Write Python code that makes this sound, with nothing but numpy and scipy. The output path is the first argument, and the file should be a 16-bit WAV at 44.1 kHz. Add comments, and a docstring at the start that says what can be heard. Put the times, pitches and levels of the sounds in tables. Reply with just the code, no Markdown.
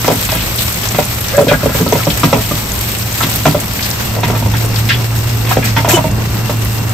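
"""Pancakes frying over gas burners

Vegetable pancakes sizzle in oiled pans: tiny bursts hiss and crackle, and filtered noise makes the spits.
A plastic spatula slides and pats; pans are shaken and set on iron grates as damped modes plus rattling clicks.
Slides rasp with gritty clicks; a groan, short squeaks and one low thump are wavering tones. The burners drone,
roar and whistle with sines and shaped noise. Steel walls add short, dense reflections; two ports hear it all."""
import sys
import numpy as np
from scipy import signal
from scipy.fft import rfft, irfft
from scipy.io import wavfile
from scipy.ndimage import uniform_filter1d, minimum_filter1d

SR = 44100
rng = np.random.default_rng(int(sys.argv[2]) if len(sys.argv) > 2 else 0)


def store_pcm(level_fs):
    """Save levels as 16-bit WAV."""
    pcm = np.round(np.clip(level_fs, -1, 1) * 32767).astype(np.int16)
    wavfile.write(sys.argv[1], SR, np.atleast_2d(pcm).T)


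N = 305613
TIME = np.arange(N) / SR
FREQS = np.fft.rfftfreq(N, 1 / SR)
AGE = np.arange(SR // 2) / SR  # s since the start of an event, half a second long

# Levels in the tables are relative: each layer trims them in the mix.
# presence of the frying: t/s, fine sizzle level/dB
FRYING_LEVEL = [(0, -24), (.65, -24.5), (1.1, -26), (1.33, -28), (1.85, -26), (3.1, -26), (4.08, -28),
                (4.2, -31.5), (5.05, -32), (6.3, -33), (6.93, -30.5)]
# tone of the fine sizzle: f/Hz, density/dB per Hz
SIZZLE_SPECTRUM = [(800, -14), (2000, 0.5), (4000, 2), (5500, -4.5), (7000, -2), (8300, 5.5), (10000, -17),
                   (11800, 6), (13000, 1), (15600, 1)]
# tone of the wet crackle: f/Hz, density/dB per Hz
CRACKLE_SPECTRUM = [(250, -0.5), (500, 4.5), (1000, 2), (1600, 0.5), (2400, 1), (3500, -3), (5500, -2),
                    (9000, -13)]
# share of the frying straight from the pan to the ports, capped at all of it: f/Hz, level/dB
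DIRECT_SHARE = [(300, -21), (1500, -1), (5000, -28), (7500, -1.5), (8300, -7), (9000, -3.5), (15500, 4)]
# a pancake is pressed, slid or flipped onto fresh hot oil: t/s, length/s, change of the sizzle/dB
OIL_SURGES = [(.11, 0.019, 3.5), (.225, 0.031, 2), (.585, 0.035, 3.5), (.878, 0.011, -2), (1.74, 0.068, 3),
              (1.9, 0.12, 2.5), (3.17, 0.076, 3.5), (3.35, 0.011, 2), (4.56, 0.089, 6), (4.74, 0.063, 5.5),
              (5.15, 0.055, 4.5), (5.49, .04, 10), (5.64, 0.019, 9.5), (5.885, 0.05, 14)]
# water meeting hot oil: t/s, level/dB, length/s, centre f/Hz
WATER_SPITS = [(.252, -20, .008, 2210), (0.25, -16, 0.005, 8250), (.351, -13, .002, 12000),
               (0.408, -18, .006, 3800), (0.557, -15, .008, 13000), (0.583, -16, .04, 3640),
               (.62, -18, .012, 10000), (.886, -21, .004, 7200), (1.207, -16, .004, 12000),
               (1.413, -18, .002, 9000), (2.101, -13.5, .014, 3200), (2.196, -16, .004, 9050),
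               (2.949, -18, .003, 3000), (3.296, -18.5, .004, 8120), (3.358, -11, .004, 13500),
               (3.6, -18, 0.0073, 8200), (3.792, -13.5, .003, 2260), (3.826, -14.5, 0.025, 4470),
               (5.652, -19, 0.059, 5000), (5.888, -11.5, 0.079, 7000), (6.647, -18, .004, 12000)]
# the spatula pats the pancake down: t/s, strength/dB, body note f/Hz, lead of the light touch/s
SPATULA_PATS = [(.079, -3, 533, 0.035), (.322, -15, 650, 0.032), (.986, -4.5, 592, .04)]
# a pan comes down on the grate: t/s, strength/dB, hardness/0-1, body note f/Hz, rim note f/Hz,
# rim mode level/dB, ring time/multiple of the usual, stove thud against the strength/dB
PAN_KNOCKS = [(.102, -9.5, 0.26, 516, 795, -2, 1, -14), (.116, -12, 0.53, 500, 700, 13, 1, -7),
              (.141, -25, 0.5, 433, 720, 3, 1, -1), (.349, -20, 0.55, 450, 820, 3, .7, -0.5),
              (1.38, -2, 0.37, 444, 750, 5, .8, -11), (1.413, -14.5, 0, 423, 720, 3, .7, -7),
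              (1.469, -12, 0, 545, 720, 3, .5, -3), (1.512, -1.5, 0.42, 585, 880, 5, .9, -12),
              (1.632, -15, 0.1, 590, 1080, 9, .5, -6), (1.658, -8, 0.13, 560, 835, 0, .6, -5.5),
              (1.692, -19.5, 0.7, 657, 1010, 14, .8, -5), (1.749, -15.5, 0.14, 560, 950, 10, .8, -5),
              (1.802, -11.5, 0.03, 433, 990, 6, 1.1, 0), (1.864, -13.5, 0.28, 540, 1280, 8, .9, -6),
              (1.924, -4, 0.33, 452, 970, 8, .7, -11.5), (1.953, -10.5, 0.44, 573, 940, 18, .8, -7.5),
              (2.069, -8.5, 0.33, 558, 937, 2, .8, -3), (2.233, -5.5, 0.76, 510, 1214, 12.5, .9, -2.5),
              (2.328, -1.5, 0.49, 545, 820, 5, .9, -12), (2.354, -12.5, 0.36, 420, 960, 14, 1, -10.5),
              (2.511, -14, 0.61, 574, 1210, 15, 1, -2.5), (3.234, -15.5, 0.73, 387, 1060, 3, 1, -2.5),
              (3.455, -3.5, 0.72, 618, 1040, 7, .9, -6), (3.47, -10.5, 0.57, 401, 750, 8, 1, 0),
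              (3.546, -7.5, 0.32, 592, 784, 4, 1.2, -9), (4.164, -19, 0.3, 542, 818, 6, .8, -19),
              (4.181, -18, 0.5, 455, 736, 1, .8, -16), (4.233, -13.5, 0.83, 393, 930, 13, .8, -6.5),
              (4.285, -19, 0.5, 500, 915, 13, .6, -4), (4.3, -13, 0.51, 510, 759, 0, .7, -5),
              (4.35, -20.5, 0.8, 500, 1140, 15, .8, -10), (4.361, -22, 0.74, 496, 900, 13, 1, -8),
              (4.424, -19.5, 0.62, 530, 923, 13, .7, -6), (4.459, -16.5, 0.55, 517, 906, 3, 1, -5),
              (4.538, -18.5, 0.83, 444, 886, 16, .7, -1.5), (4.645, -19.5, 0.17, 432, 685, 13, 1, -13),
              (5.568, -4.5, 0.38, 528, 760, 11, .7, -9), (5.764, -12.5, 0.96, 572, 910, 11, 1.6, -4.5),
              (5.846, -9.5, 0.6, 690, 1210, -3, .6, -12), (5.878, -10.5, 0.58, 589, 870, 9, .8, -9),
              (5.97, -9.5, 0.63, 624, 890, 1, .9, -5.5), (6.04, -11.5, 0.46, 630, 910, 14, 1.2, -7),
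              (6.495, -13, 0.5, 576, 914, -3, 1, -9)]
# ringing of the stove: f/Hz, level/dB, t60/s before the ring multiple
STOVE_MODES = [(155.3, 3, 0.19), (178.3, -2.5, 0.17), (230.4, -8, 0.37), (279, -2, 0.19), (345, -6, 0.14)]
# ringing of the loaded pan: f/Hz, level/dB, t60/s before the ring multiple
PAN_MODES = [(416.6, -1, 0.14), (452, -0.5, 0.11), (517, 3, 0.083), (576, -7, 0.088), (673, -11, 0.11)]
# ringing of the pan's rim: f/Hz, level/dB, t60/s before the ring multiple
RIM_MODES = [(720, 1, 0.077), (799, -2.5, 0.063), (865, -6, 0.1), (969, 2.5, 0.066), (1057, -3, 0.068),
             (1158, -3, 0.045), (1210, -9.5, 0.046), (1314, -10.5, 0.057)]
# ringing of the iron grate with no pan weighing on it: f/Hz, level/dB, t60/s before the ring multiple
GRATE_MODES = [(1465, 1.5, 0.24), (1547, -15, 0.14), (1670, 5, 0.076), (1784, -2, 0.12), (1985, 5.5, 0.14),
               (2260, 0, 0.15), (2445, -10, .14), (3164, -5, 0.12), (3330, -1.5, 0.18), (3680, 6, 0.092),
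               (4040, -3, 0.11)]
# tone of the rim's clatter: f/Hz, density/dB per Hz
CLATTER_SPECTRUM = [(220, -34), (380, -9), (600, 8), (780, 5), (1000, 2), (1300, -1), (2000, -23),
                    (3500, -69)]
# tone of the hard contact: f/Hz, density/dB per Hz
CLACK_SPECTRUM = [(700, -14), (1400, 12.5), (2500, 16.5), (4000, 3), (6500, 4.5), (14000, -56)]
# a pan dragged over the grate, or at first the spatula sliding softly:
# t/s, length/s, level/dB, centre f/Hz, ringing against the rasp/dB
SLIDES = [(0.289, 0.14, -19.5, 2630, -18), (1.313, 0.053, -26, 1510, 3), (1.48, 0.015, -14, 2940, -1),
          (1.526, 0.011, -18.5, 2080, 3), (1.601, 0.22, -26, 1490, -5), (1.985, 0.021, -24, 1350, -10),
          (3.204, 0.014, -15.5, 1100, -7), (3.225, 0.0053, -13.5, 3280, -9), (4.168, 0.044, -22, 556, -14),
          (4.231, 0.0061, -20, 1950, -12), (4.3, 0.063, -22.5, 890, -8), (4.537, 0.0051, -16.5, 1560, -16),
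          (4.76, 0.015, -24.5, 3000, -7), (4.888, 0.029, -9.5, 2900, -12),
          (4.903, 0.0096, -12.5, 1650, -15), (4.922, 0.028, -15.5, 3030, -13),
          (5.466, 0.059, -22.5, 2520, 0), (5.507, 0.014, -13, 1100, -6), (5.621, 0.08, -19.5, 2230, -5),
          (5.764, 0.018, -11, 2100, -17), (5.89, 0.02, -11, 2500, -10), (5.917, 0.028, -15, 2590, -10),
          (5.895, 0.11, -12.5, 694, -8)]
# patches that rub at once: pitch/multiple of the centre, level/dB
RUBBING_PATCHES = [(.7, -3.5), (1, 3), (1.4, -4.5)]
# the heavy pan groans as it is pulled along, and sinks in pitch as it stops: t/s, f/Hz, level/dB
PAN_GROAN = [(1.32, 503, -80), (1.335, 516, -24), (1.348, 552, -11.5), (1.361, 579, -22), (1.378, 576, -8),
             (1.382, 576, -4), (1.403, 562, -13), (1.418, 576, -9), (1.434, 564, -11), (1.443, 390, -17),
             (1.453, 239, -15), (1.468, 230, -90)]
# short squeaks of iron, and one low thump of the pan's body near 350 Hz:
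# t/s, length/s, level/dB, first f/Hz, last f/Hz, roughness/share of f
SQUEAKS_AND_THUMP = [(1.468, 0.035, -12, 560, 544, .05), (1.482, 0.069, -24, 1483, 1450, .006),
                     (1.486, .022, -24, 2520, 2360, 0.0073), (1.51, 0.026, -24, 2364, 2290, 0.011),
                     (4.891, 0.017, -17, 2810, 2760, 0.015), (5.934, 0.031, -20, 3015, 2995, 0.0018),
                     (5.931, 0.021, -7.5, 345, 358, 0.065)]
# nearness and strength of the burners: t/s, drone level/dB
FLAME_LEVEL = [(0, -22), (1.5, -21), (1.7, -21.5), (2.3, -17.5), (3.5, -21.5), (4.0, -20), (4.2, -12.5),
               (5.7, -11.5), (6.05, -15.5), (6.93, -12.5)]
# a weak flame note flutters, a strong one holds steady: drone level/dB, flutter/dB
DRONE_FLUTTER = [(-30, 6), (-27, 2.2), (-11, 0.1)]
# resonances of the flame under the pans: f/Hz, width/Hz (doubled in each of two passes), level/dB
HOLLOW_MODES = [(56, 12, -3), (77.8, 4.6, -8.5), (178.8, 10, -15), (201.8, 22, -7)]
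# tone of the burner turbulence: f/Hz, density/dB per Hz
RUMBLE_SPECTRUM = [(20, -25), (35, -33), (55, -1.5), (110, 10), (180, -2), (300, -11), (600, -85)]
# a moving pan fans the flame and it flares: t/s, length/s, rise of the rumble/dB
FLAME_FLARES = [(1.62, 0.05, 6), (4.4, 0.057, 5), (5.97, 0.3, 3.5)]
# tone of the inrushing air: f/Hz, density/dB per Hz
RUSH_SPECTRUM = [(100, 7), (250, 10.5), (600, 1.5), (1000, 1), (2000, -7.5), (5000, -67)]
# whistle of a gas jet: t/s, note level/dB, octave level/dB
JET_WHISTLE = [(1.3, -60, -60), (1.9, -52, -42), (3.1, -45, -47), (4, -39, -50), (4.7, -39.5, -44),
               (5.5, -38.5, -47), (6.2, -37.5, -57), (6.93, -33.5, -57)]
# colour of the left port against the right: f/Hz, level/dB
PORT_COLOUR = [(100, -1), (380, 0), (700, -0.5), (2400, -1), (3300, 2), (4300, 3.5), (5900, 7.5),
               (7200, 5.5), (8700, -4), (15000, 1.5)]

# the wet crackle follows the fine sizzle, but less than dB for dB
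SIZZLE_DB, CRACKLE_DB, CRACKLE_FOLLOW = 5.5, -11, 0.45
SURGE_RISE_S, SURGE_FALL_S, SURGE_WET_SHARE = 0.0023, 0.018, 0.52
SPIT_WIDTH = 0.61  # bandwidth of each filter pass as a share of the centre
# droplet level is against the fine sizzle; ranges run from least to most
DROPLET_COUNT, DROPLET_DB, DROPLET_SPREAD_DB = 480, 2, 3.4
DROPLET_HZ, DROPLET_WIDTH, DROPLET_DECAY_S = (2200, 14500), (.2, .7), (.001, .005)
# the pat, and the light touch ahead of it; the follow is dB of touch per dB of pat
PAT_HARDNESS, PAT_RIM_HZ, PAT_LEAD_DB, PAT_RING, PAT_THUD_DB = 0.43, 783, 9, 0.77, -12.5
TOUCH_DB, TOUCH_HARDNESS, TOUCH_RIM_HZ, TOUCH_RING, TOUCH_THUD_DB = -17, 0.85, 1126, 0.28, -1.5
TOUCH_FOLLOW = 0.31
# layer levels of a blow against its strength, from the softest to the hardest contact
BODY_DB, RIM_DB, CLACK_DB = (-2.5, -14.5), (-17.5, -4), (-34, -6)
BOUNCE_BODY_DB = -12.5  # the pan drops back onto the grate once more
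GRATE_LOADED = 0.23  # ring time under a pan's weight, as a share of the free one
SCRAPE_WIDTH = 0.44  # bandwidth of each filter pass as a share of the patch's centre
GROAN_ROUGH = 0.024  # pitch jitter as a share of the pitch
DRONE_HZ = 112.7  # centre of the flame's own wavering note
# rumble and rush of air follow the drone: level at a drone of 0 dB, and dB per dB
RUMBLE_DB, RUMBLE_FOLLOW, RUSH_DB, RUSH_FOLLOW = -18, 0.23, -18, 0.54
JET_HZ, JET_WAVER_HZ, JET_FLUTTER_DB = 2737, 3.94, 2.5
PORT_LAG_S, TOP_HZ = 0.000151, 15550


def frying():
    """Steam bubbles burst in flurries, each with a brief spray: fine ones hiss, wet ones crackle lower."""
    fine_db, wet_db = heat()
    fine = bubbles(SIZZLE_SPECTRUM, per_s=20000, spread_db=1.8)
    fine = fine * flurries(per_s=500, decay=.002, depth=.2)
    wet = bubbles(CRACKLE_SPECTRUM, per_s=6000, spread_db=2.2)
    wet = wet * flurries(per_s=170, decay=.003, depth=.22)
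    together = flurries(per_s=70, decay=.016, depth=.19)
    fine_gain = undb(fine_db + SIZZLE_DB + 1.1 * walk(18))
    wet_gain = undb(wet_db + 1.0 * walk(14))
    return (fine * fine_gain + wet * wet_gain) * together


def heat():
    """Levels of fine sizzle and wet crackle in dB: both surge when batter meets fresh oil."""
    steady_db, = curves(FRYING_LEVEL)
    surge_db = swells(OIL_SURGES, SURGE_RISE_S, SURGE_FALL_S)
    wet_db = CRACKLE_DB + CRACKLE_FOLLOW * steady_db + SURGE_WET_SHARE * surge_db
    return steady_db + surge_db, wet_db


def bubbles(spectrum, per_s, spread_db):
    """A dense stream of tiny bursts with one spectrum, along three paths to the ports."""
    paths = np.array([grains(N, per_s, spread_db) for _ in range(3)])
    return unit(colour(at_ports(paths), spectrum))


def spits():
    """Drops of water crack open in the oil and flash to steam."""
    out = np.zeros((3, N))
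    for s, db, length, hz in WATER_SPITS:
        burst = 1 + 1.0 * np.exp(-AGE / 0.0064)
        envelope = burst * stroke(length, rise=0.00032, fall=0.011)
        add(out, s, undb(db - 6.5) * spray(len(AGE), hz, SPIT_WIDTH) * envelope)
    return at_ports(out)


def droplets():
    """Small drops pop at random, each with its own pitch, width, size and length; most are faint."""
    out, age = np.zeros((3, N)), AGE[:1024]
    fine_db, _ = heat()
    for when, pitch, width, size, life in rng.random((DROPLET_COUNT, 5)):
        i = int(when * N)
        db = fine_db[i] + DROPLET_DB - DROPLET_SPREAD_DB * np.log(max(size, .02))
        hz = np.interp(pitch ** 2, (0, 1), DROPLET_HZ)  # squaring favours low pitches
        share = np.interp(width, (0, 1), DROPLET_WIDTH)
        decay = np.interp(life, (0, 1), DROPLET_DECAY_S)
        add(out, i / SR, undb(db) * spray(len(age), hz, share) * np.exp(-age / decay))
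    return at_ports(out)


def spray(n, hz, width):
    """A jet of steam: noise filtered twice around one pitch, along each of the three paths."""
    hz = min(hz, .4 * SR)
    width_hz = min(width * hz, .2 * SR)
    noise = rng.standard_normal((3, n))
    return unit(resonate(resonate(noise, hz, width_hz), hz, width_hz))


def knocks():
    """The spatula touches, then presses the pan against the grate; the pans are shaken and set down."""
    out = np.zeros(N)
    for s, strength_db, body_hz, lead in SPATULA_PATS:
        touch_db = TOUCH_DB + TOUCH_FOLLOW * strength_db
        touch = blow(touch_db, TOUCH_HARDNESS, body_hz, TOUCH_RIM_HZ, PAT_LEAD_DB, TOUCH_RING, TOUCH_THUD_DB)
        pat = blow(strength_db, PAT_HARDNESS, body_hz, PAT_RIM_HZ, PAT_LEAD_DB, PAT_RING, PAT_THUD_DB)
        add(out, s - lead, touch)
        add(out, s, pat)
    for s, *contact in PAN_KNOCKS:
        add(out, s, blow(*contact))
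    return out


def blow(strength_db, hardness, body_hz, rim_hz, lead_db, free, thud_db):
    """The contact clacks, the loaded pan rings briefly, the stove thuds and the pan rocks to rest."""
    body_db, rim_db, clack_db = (
        strength_db + np.interp(hardness, (0, 1), ends) for ends in (BODY_DB, RIM_DB, CLACK_DB))
    pan, edge = favour(PAN_MODES, body_hz, lift_db=8), favour(RIM_MODES, rim_hz, lead_db)
    thud = undb(strength_db + thud_db) * ring(STOVE_MODES, free, rise=0.0073, scatter_db=0.5, detune=0.038)
    body = undb(body_db) * ring(pan, free, rise=0.00067, scatter_db=2.0, detune=0.0093)
    rim = undb(rim_db - 1) * ring(edge, free, rise=.0003, scatter_db=2, detune=.01)
    clatter = undb(rim_db - 11.0) * rattle(CLATTER_SPECTRUM, decay=0.015)
    iron = ring(GRATE_MODES, GRATE_LOADED * free, rise=.0003, scatter_db=3, detune=.01)
    iron = undb(clack_db - 4.5) * iron
    clack = undb(clack_db - 1.5) * rattle(CLACK_SPECTRUM, decay=0.014)
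    first = thud + body + rim + clatter + iron + clack
    bounce = undb(rim_db - 12.5) * rattle(CLATTER_SPECTRUM, decay=0.03)
    bounce = bounce + undb(-26.0) * iron + undb(BOUNCE_BODY_DB) * body
    late = int(rng.uniform(0.016, 0.041) * SR)
    return first + np.pad(bounce, (late, 0))[:len(AGE)]


def favour(modes, note_hz, lift_db):
    """The way the pan rests on the grate pulls its nearest mode onto a note and resets its level."""
    hz, db, t60 = np.transpose(modes)
    nearest = np.arange(len(hz)) == np.argmin(np.abs(hz - note_hz))
    return np.transpose([np.where(nearest, note_hz, hz), np.where(nearest, lift_db, db), t60])


def ring(modes, free, rise, scatter_db, detune):
    """Damped modes that ring longer the freer they are; every blow lands elsewhere and weights them anew."""
    hz, db, t60 = np.transpose(modes)[:, :, None]
    size, shift = rng.standard_normal((2, len(modes), 1))
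    phase = 2 * np.pi * (hz * (1 + detune * shift) * AGE + rng.random((len(modes), 1)))
    mode_db = db + scatter_db * size - 60 * AGE / (t60 * free)
    return impact(np.sum(np.sin(phase) * undb(mode_db), axis=0) * (1 - np.exp(-AGE / rise)))


def rattle(spectrum, decay):
    """A quickly dying train of tiny contacts as iron settles on iron."""
    contacts = colour(grains(len(AGE), per_s=4300, spread_db=4.5), spectrum)
    return impact(contacts * stroke(0, 0.00091, decay))


def impact(x):
    """Scale a blow to rms 1 over its first 30 ms."""
    return x / np.sqrt(np.mean(x[AGE < .03] ** 2))


def scrapes():
    """The spatula, then the pan's base, bites and slides on in slips; rim and grate modes ring anew each time."""
    out = np.zeros(N)
    modes = RIM_MODES + GRATE_MODES
    for s, length, db, hz, ring_db in SLIDES:
        grit = sum(undb(patch_db) * slips(ratio * hz) for ratio, patch_db in RUBBING_PATCHES)
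        bite = 1 + 1.6 * np.exp(-AGE / 0.0081)
        level = np.std(grit[AGE < length + .01])
        rasp = grit / level * bite * stroke(length, rise=0.00023, fall=0.015)
        spot = rng.standard_normal((len(modes), 2)) * (3, .012)  # dB, share of the pitch
        rung = np.zeros(len(AGE))
        for (mode_hz, mode_db, t60), (lift, shift) in zip(modes, spot):
            width_hz = np.log(1000) / (np.pi * t60)  # the width that dies away in t60
            mode = resonate(rasp, mode_hz * (1 + shift), width_hz)
            rung += undb(mode_db + lift) * mode * np.sqrt(t60)
        add(out, s, undb(db - 10.5) * (rasp + undb(ring_db) * np.std(rasp) * unit(rung)))
    return out


def slips(hz):
    """One rubbing patch catches and lets go in gritty jerks."""
    catches = flurries(per_s=130, decay=.003, depth=1.6, size=len(AGE))
    grit = grains(len(AGE), per_s=4000, spread_db=1.5) * catches
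    return unit(resonate(resonate(grit, hz, SCRAPE_WIDTH * hz), hz, SCRAPE_WIDTH * hz))


def groan_squeaks_and_thump():
    """A sliding pan groans at length, iron squeaks briefly, and the pan's body gives one low thump."""
    groan_hz, groan_db = curves(PAN_GROAN)
    out = rough_tone(groan_hz, GROAN_ROUGH) * undb(groan_db)
    for s, length, db, first_hz, last_hz, rough in SQUEAKS_AND_THUMP:
        hz = np.interp(TIME, (0, length), (first_hz, last_hz))
        tone = rough_tone(hz, rough)[:len(AGE)]
        add(out, s, undb(db) * tone * stroke(length, rise=0.0021, fall=0.002))
    return out


def rough_tone(hz, rough):
    """An uneven tone with a spurt of grit once a cycle, as when iron catches and lets go."""
    phase = 2 * np.pi * np.cumsum(hz * (1 + rough * walk(300))) / SR
    overtones = undb(-35) * np.sin(2 * phase) + undb(-40) * np.sin(3 * phase)
    tone = np.sqrt(2) * (np.sin(phase) + overtones)
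    spurt = np.maximum(np.sin(phase), 0) ** 2
    grit = unit(resonate(rng.standard_normal(N) * spurt, 1100, 930))
    return (tone + undb(-19) * grit) * undb(2 * walk(175))


def burners():
    """A flame sings under the pans; turbulence rumbles and air rushes in along with it, and a jet whistles."""
    drone_db, = curves(FLAME_LEVEL)
    return drone(drone_db) + roar(drone_db) + rush(drone_db) + whistle()


def drone(drone_db):
    """The flame's own note: a sine with wavering pitch, which flutters more when weak."""
    flutter_db = np.interp(drone_db, *np.transpose(DRONE_FLUTTER))
    phase = 2 * np.pi * np.cumsum(DRONE_HZ + 2.025 * walk(16)) / SR
    return np.sqrt(2) * np.sin(phase) * undb(drone_db - 3.5 + flutter_db * walk(18))


def roar(drone_db):
    """Turbulence rumbles and excites the hollow under the pans; faint eddies differ between the ports."""
    rumble_db = RUMBLE_DB + RUMBLE_FOLLOW * drone_db + swells(FLAME_FLARES, rise=0.01, fall=0.11)
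    hollow = np.zeros(N)
    for hz, width, db in HOLLOW_MODES:
        mode = resonate(resonate(rng.standard_normal(N), hz, 2 * width), hz, 2 * width)
        hollow += undb(db) * unit(mode)
    rumble = unit(colour(rng.standard_normal(N), RUMBLE_SPECTRUM))
    eddies = unit(colour(rng.standard_normal((2, N)), RUMBLE_SPECTRUM))
    return (undb(-3.5) * hollow + undb(-2.5) * rumble + undb(-43) * eddies) * undb(rumble_db)


def rush(drone_db):
    """Air drawn into the flame: noise partly shared by the ports."""
    air = rng.standard_normal(N) + 0.78 * rng.standard_normal((2, N))
    rush_db = RUSH_DB + RUSH_FOLLOW * drone_db
    return unit(colour(air, RUSH_SPECTRUM)) * undb(rush_db + 2.23 * walk(14))


def whistle():
    """A gas jet sings a wavering note and its octave, both fluttering in level."""
    note_db, octave_db = curves(JET_WHISTLE)
    phase = 2 * np.pi * np.cumsum(JET_HZ + JET_WAVER_HZ * walk(150)) / SR
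    tones = undb(note_db - 3.0) * np.sin(phase) + undb(octave_db) * np.sin(2 * phase)
    return np.sqrt(2) * tones * undb(JET_FLUTTER_DB * walk(35))


def walls(x, t60):
    """Dense reflections from the steel walls, different at each port, as strong as the source."""
    tail = rng.standard_normal((2, len(AGE))) * undb(-60 * AGE / t60) * (AGE > .001)
    tail /= np.sqrt(np.sum(tail ** 2, axis=1, keepdims=True))
    return signal.fftconvolve(x[None], tail, axes=1)[:, :N]


def at_ports(paths):
    """Three paths to two ports: the direct one reaches the right first, the scattered ones reach one each."""
    direct, left, right = rfft(paths)
    share = np.minimum(response(DIRECT_SHARE, FREQS), 1)
    lag = np.exp(-2j * np.pi * FREQS * np.array([[PORT_LAG_S], [0]]))
    scattered = np.array([left, right]) * np.sqrt(1 - share ** 2)
    return irfft(direct * share * lag + scattered, N)


def undb(db):
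    """Decibels to gain."""
    return 10 ** (np.asarray(db) / 20)


def unit(x):
    """Scale to rms 1."""
    return x / np.sqrt(np.mean(x ** 2))


def curves(table):
    """Each column of a timed table, sample by sample."""
    s, *columns = np.transpose(table)
    return [np.interp(TIME, s, c) for c in columns]


def response(points, freqs):
    """Gain of a (f/Hz, level/dB) spectrum at the given frequencies."""
    hz, db = np.transpose(points)
    return undb(np.interp(np.log(freqs + 1), np.log(hz), db))


def colour(x, points):
    """Filter a sound by the spectrum of the points."""
    n = x.shape[-1]
    return irfft(rfft(x) * response(points, np.fft.rfftfreq(n, 1 / SR)), n)


def resonate(x, hz, width_hz):
    """One resonance with gain 1 at its centre."""
    return signal.lfilter(*signal.iirpeak(hz, hz / width_hz, fs=SR), x)


def walk(rate):
    """Smooth chance with a spread near 1: random knots at a rate per second, joined by lines."""
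    knots = rng.standard_normal(4096)
    return np.sqrt(3 / 2) * np.interp(TIME * rate, np.arange(len(knots)), knots)


def grains(n, per_s, spread_db):
    """Random clicks of either sign, most of them small and a few large."""
    size = undb(spread_db * np.minimum(rng.exponential(size=n), 6))
    return unit((rng.random(n) < per_s / SR) * size * rng.choice([-1, 1], n))


def flurries(per_s, decay, depth, size=N):
    """Gain that jumps at random moments and then sinks back."""
    starts = (rng.random(size) < per_s / SR) * rng.exponential(size=size)
    return unit(1 + depth * signal.lfilter([1], [1, -np.exp(-1 / (decay * SR))], starts))


def stroke(length, rise, fall):
    """Envelope that rises, holds for a length and dies away."""
    return (1 - np.exp(-AGE / rise)) * np.exp(-np.maximum(AGE - length, 0) / fall)


def swells(table, rise, fall):
    """Change in dB over time from (t/s, length/s, level/dB) events."""
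    out = np.zeros(N)
    for s, length, db in table:
        add(out, s, db * stroke(length, rise, fall))
    return out


def add(track, s, sound):
    """Mix a sound in at a time."""
    i = max(int(s * SR), 0)
    track[..., i:i + sound.shape[-1]] += sound[..., :N - i]


def scene():
    """Pans and burners in a tight corner of the kitchen."""
    blows, slides, tones = knocks(), scrapes(), groan_squeaks_and_thump()
    # the corner is too small to spread the lowest notes between the ports
    spread = colour(blows + tones, [(150, -23.5), (570, -4), (1000, -1.0), (2500, 4.5)])
    spread = spread + undb(4.0) * slides
    corner = undb(-0.5) * walls(spread, t60=0.047)
    kitchen = undb(-7.0) * walls(spread, t60=0.14)
    pans = frying() + spits() + droplets() + blows + slides + tones
    return pans + burners() + corner + kitchen


def record(dry):
    """Port colour, a fast limiter for the highest peaks, a hard clip at full scale and a top cut."""
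    tilt = np.sqrt(response(PORT_COLOUR, FREQS))  # half the difference to each port
    x = irfft(rfft(dry) * np.array([tilt, 1 / tilt]), N)
    allowed = np.minimum(1, 2.0 / (np.abs(x).max(axis=0) + 1e-9))  # limits at twice full scale
    gain = uniform_filter1d(minimum_filter1d(allowed, size=180), size=180)
    top_cut = signal.ellip(10, .1, 70, TOP_HZ, fs=SR, output="sos")
    return signal.sosfilt(top_cut, np.clip(x * gain, -1, 1))


dry = scene()
out = record(dry)
store_pcm(out)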